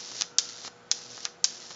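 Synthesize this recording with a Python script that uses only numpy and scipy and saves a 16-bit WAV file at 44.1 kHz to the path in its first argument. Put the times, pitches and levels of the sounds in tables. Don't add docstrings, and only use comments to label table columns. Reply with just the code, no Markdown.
import sys
import numpy as np
from scipy import signal
from scipy.fft import rfft, irfft
from scipy.io import wavfile
from scipy.ndimage import uniform_filter1d

SR = 44100
rng = np.random.default_rng(int(sys.argv[2]) if len(sys.argv) > 2 else 0)


def wav_out(sig):
    wavfile.write(sys.argv[1], SR, np.round(np.clip(np.atleast_2d(sig).T, -1, 1) * 32767).astype(np.int16))


N = 77175
BUZZ_HZ = 120.3
SCATTER_T60_S = 0.045
# (strike [s], break [s], base hiss [dB], flare before break [dB])
BURNS = [(-.12, 0.215, -41, 13), (0.386, 0.676, -44, 9), (0.909, 1.259, -44.5, 9), (1.454, 1.892, -45, 17)]


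def undb(db):
    return 10 ** (np.asarray(db) / 20)


def unit(x):
    return x / np.sqrt(np.mean(x ** 2))


def colour(x, spectrum):
    hz, db = np.array(spectrum).T
    bins_hz = np.maximum(np.fft.rfftfreq(2 * N, 1 / SR), 1)
    gain = undb(np.interp(np.log(bins_hz), np.log(hz), db))
    return irfft(rfft(x, 2 * N) * gain)[:N]


def walk(rate_hz):
    width = max(int(SR / rate_hz), 1)
    drift = uniform_filter1d(rng.standard_normal(N), width, mode="wrap")
    return unit(uniform_filter1d(drift, width, mode="wrap"))


def clicks(events):
    out = np.zeros(N)
    for at_s, db in events:
        out[int(np.clip(round(at_s * SR), 0, N - 1))] += undb(db)
    return out


def shocks(events, spectrum):
    return colour(-signal.hilbert(clicks(events)).imag, spectrum)


def echo(x, t60_s, onset_s=0.0008):
    t = np.arange(N) / SR
    build = 1 - np.exp(-(t / onset_s) ** 2)
    tail = rng.standard_normal(N) * np.exp(-np.log(1000) * t / t60_s) * build
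    return signal.fftconvolve(x, tail / np.linalg.norm(tail))[:N]


def decay(elapsed_s, tau_s):
    return np.exp(-np.maximum(elapsed_s, 0) / tau_s)


def burning(t, strike_s, break_s):
    return (t >= strike_s) * decay(t - break_s, tau_s=0.003)


def room_air():
    # (frequency [Hz], relative level [dB])
    spectrum = [(25, -35.5), (70, -5.5), (110, -1.5), (170, 4), (300, 1), (550, 3.5), (800, 1.5),
                (1100, -1), (1400, 1.5), (1800, -5), (3500, -9), (7200, -12.5)]
    return undb(-54.5) * unit(colour(rng.standard_normal(N), spectrum))


def whines(t):
    # (frequency [Hz], top rms level [dB], centre [s], 1/e half-width [s])
    tones = [(172, -73, 0.7, 3.5), (695, -70, 0.6, 3.6), (811, -71, 1, 2.8), (1280, -70, 1, 2.4),
             (1350, -62, .36, .1), (1374, -62, 0.45, 0.23), (1505, -67, 0.46, 1.1)]
    out = np.zeros(N)
    for hz, db, centre_s, width_s in tones:
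        swell = undb(db) * np.exp(-((t - centre_s) / width_s) ** 2)
        out += swell * np.sin(2 * np.pi * hz * t + 0.56 * walk(7))
    return np.sqrt(2) * out


def fan(t, hz=483.8, rms_db=-61.5):
    amplitude = np.sqrt(2) * undb(rms_db + walk(2.1))
    return amplitude * np.sin(2 * np.pi * hz * t + 0.31 * walk(6.6))


def supply_hum(cycles, waver_db=2.5):
    # (multiple of BUZZ_HZ, rms level [dB])
    partials = [(1, -72), (2, -73), (3, -72)]
    out = np.zeros(N)
    for multiple, db in partials:
        amplitude = np.sqrt(2) * undb(db + waver_db * walk(3))
        out += amplitude * np.sin(2 * np.pi * (multiple * cycles + rng.random()))
    return out


def arc_buzz(t, cycles, level_db=-63.5, waver_db=2.2, grow_s=0.05):
    # (frequency [Hz], relative gain [dB])
    spectrum = [(60, -33), (120, 19), (240, 18), (360, 12.5), (700, 2), (1100, -16.5), (1550, -25),
                (2500, -47.5), (5000, -62)]
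    stretch = np.zeros(N)
    for strike_s, break_s, _, _ in BURNS:
        stretch += burning(t, strike_s, break_s) * (1 - decay(t - strike_s, grow_s))
    surge_count = np.floor(cycles + 0.06 * walk(6.8))
    pulses = np.diff(surge_count, prepend=surge_count[0]) * undb(1.2 * walk(60))
    buzz = unit(colour(pulses - pulses.mean(), spectrum))
    return undb(level_db + waver_db * walk(18)) * stretch * buzz


def arc_hiss(t, cycles, crackle_per_s=56, crackle_db=-19.5):
    # (frequency [Hz], relative level [dB])
    spectrum = [(80, -35), (300, -6), (800, -12), (1600, -6.5), (2400, -7.5), (3200, -3), (3900, 0.5),
                (5700, 5), (7200, -2)]
    envelope = np.zeros(N)
    for strike_s, break_s, base_db, flare_db in BURNS:
        fresh_db = 4 * decay(t - strike_s, tau_s=0.22)
        rise_db = flare_db * decay(break_s - t, tau_s=0.03)
        envelope += burning(t, strike_s, break_s) * undb(base_db + fresh_db + rise_db)
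    surge = 1 + 0.18 * np.cos(2 * np.pi * cycles)
    sizzle = unit(rng.standard_normal(N) * np.exp(0.43 * walk(2500)))
    crackle = unit((rng.random(N) < crackle_per_s / SR) * rng.uniform(0.41, 1, N))
    sparks = (sizzle + undb(crackle_db) * crackle) * surge
    flutter = undb(walk(70))
    return unit(colour(sparks, spectrum)) * envelope * flutter


def tearing(spit_db=-2, scatter_db=-12.5):
    # (time [s], level [dB])
    sputters = [(.120, -11), (.6493, -6.5), (.6786, -6), (1.1784, -8.5), (1.7069, -9.5), (1.7126, -10.5)]
    # (time [s], level [dB], ring level [dB])
    cracks = [(.2111, 14.8, 0), (.2206, 17, 1), (1.2532, 14.2, 5.5)]
    # (frequency [Hz], gain [dB])
    sputter_spectrum = [(30, -40), (80, -22), (220, -5.5), (700, -1.5), (1400, -1.5), (2500, -10),
                        (4200, -3.5), (7200, -7)]
    crack_spectrum = [(30, -56), (100, -39.5), (500, -25), (1200, -21), (2200, -22.5), (3500, -9.5),
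                      (4800, -9), (6000, -4), (7200, -14.5)]
    ring_spectrum = [(80, -52), (400, -21.5), (800, -14), (1250, -3.5), (1900, -4.5), (3000, -13.5),
                     (7000, -31)]
    sputter = shocks(sputters, sputter_spectrum)
    spit = undb(spit_db) * echo(sputter, t60_s=0.03)
    crack = shocks([(at_s, db) for at_s, db, _ in cracks], crack_spectrum)
    ring_drive = shocks([(at_s, db) for at_s, _, db in cracks], ring_spectrum)
    ring = echo(ring_drive, t60_s=0.075)
    snaps = crack + sputter + spit
    return snaps + ring + undb(scatter_db) * echo(snaps, SCATTER_T60_S)


def strikes(scatter_db=-10, path_spread_s=0.00008):
    # (time [s], level [dB])
    breakdowns = [(0.3851, 20.8), (0.9149, 16.8), (1.4434, 20.6)]
    # (delay [s], gain [dB])
    reflections = [(.00125, -12), (.0032, -15), (.00555, -17), (.0119, -19.5)]
    # (frequency [Hz], gain [dB])
    snap_spectrum = [(30, -68.5), (100, -40.5), (450, -21), (1300, -16.5), (2600, -17.5), (3400, -9),
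                     (4400, -6), (4900, -2), (6300, 1), (7200, -6)]
    clutter_spectrum = [(500, -11.5), (1500, 4.5), (3000, 5), (7000, 0)]
    out = np.zeros(N)
    for breakdown in breakdowns:
        snap = shocks([breakdown], snap_spectrum)
        paths = [(delay_s + path_spread_s * rng.standard_normal(), db) for delay_s, db in reflections]
        reflected = signal.fftconvolve(snap, clicks(paths))[:N]
        scattered = undb(scatter_db) * echo(snap, SCATTER_T60_S)
        out += snap + colour(reflected + scattered, clutter_spectrum)
    return out


def scene():
    t = np.arange(N) / SR
    cycles = BUZZ_HZ * t
    direct = arc_hiss(t, cycles) + arc_buzz(t, cycles) + strikes() + tearing()
    reverb = undb(-15) * echo(direct, t60_s=0.32, onset_s=0.0024)
    background = supply_hum(cycles) + fan(t) + whines(t) + room_air()
    return (direct + reverb + background)[None]


def record(dry, cutoff_hz=7520, clip_level=0.76):
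    lowpass = signal.butter(30, cutoff_hz, fs=SR, output="sos")
    clipped = np.clip(signal.sosfiltfilt(lowpass, dry), -clip_level, clip_level)
    return signal.sosfiltfilt(lowpass, clipped)


dry = scene()
out = record(dry)
wav_out(out)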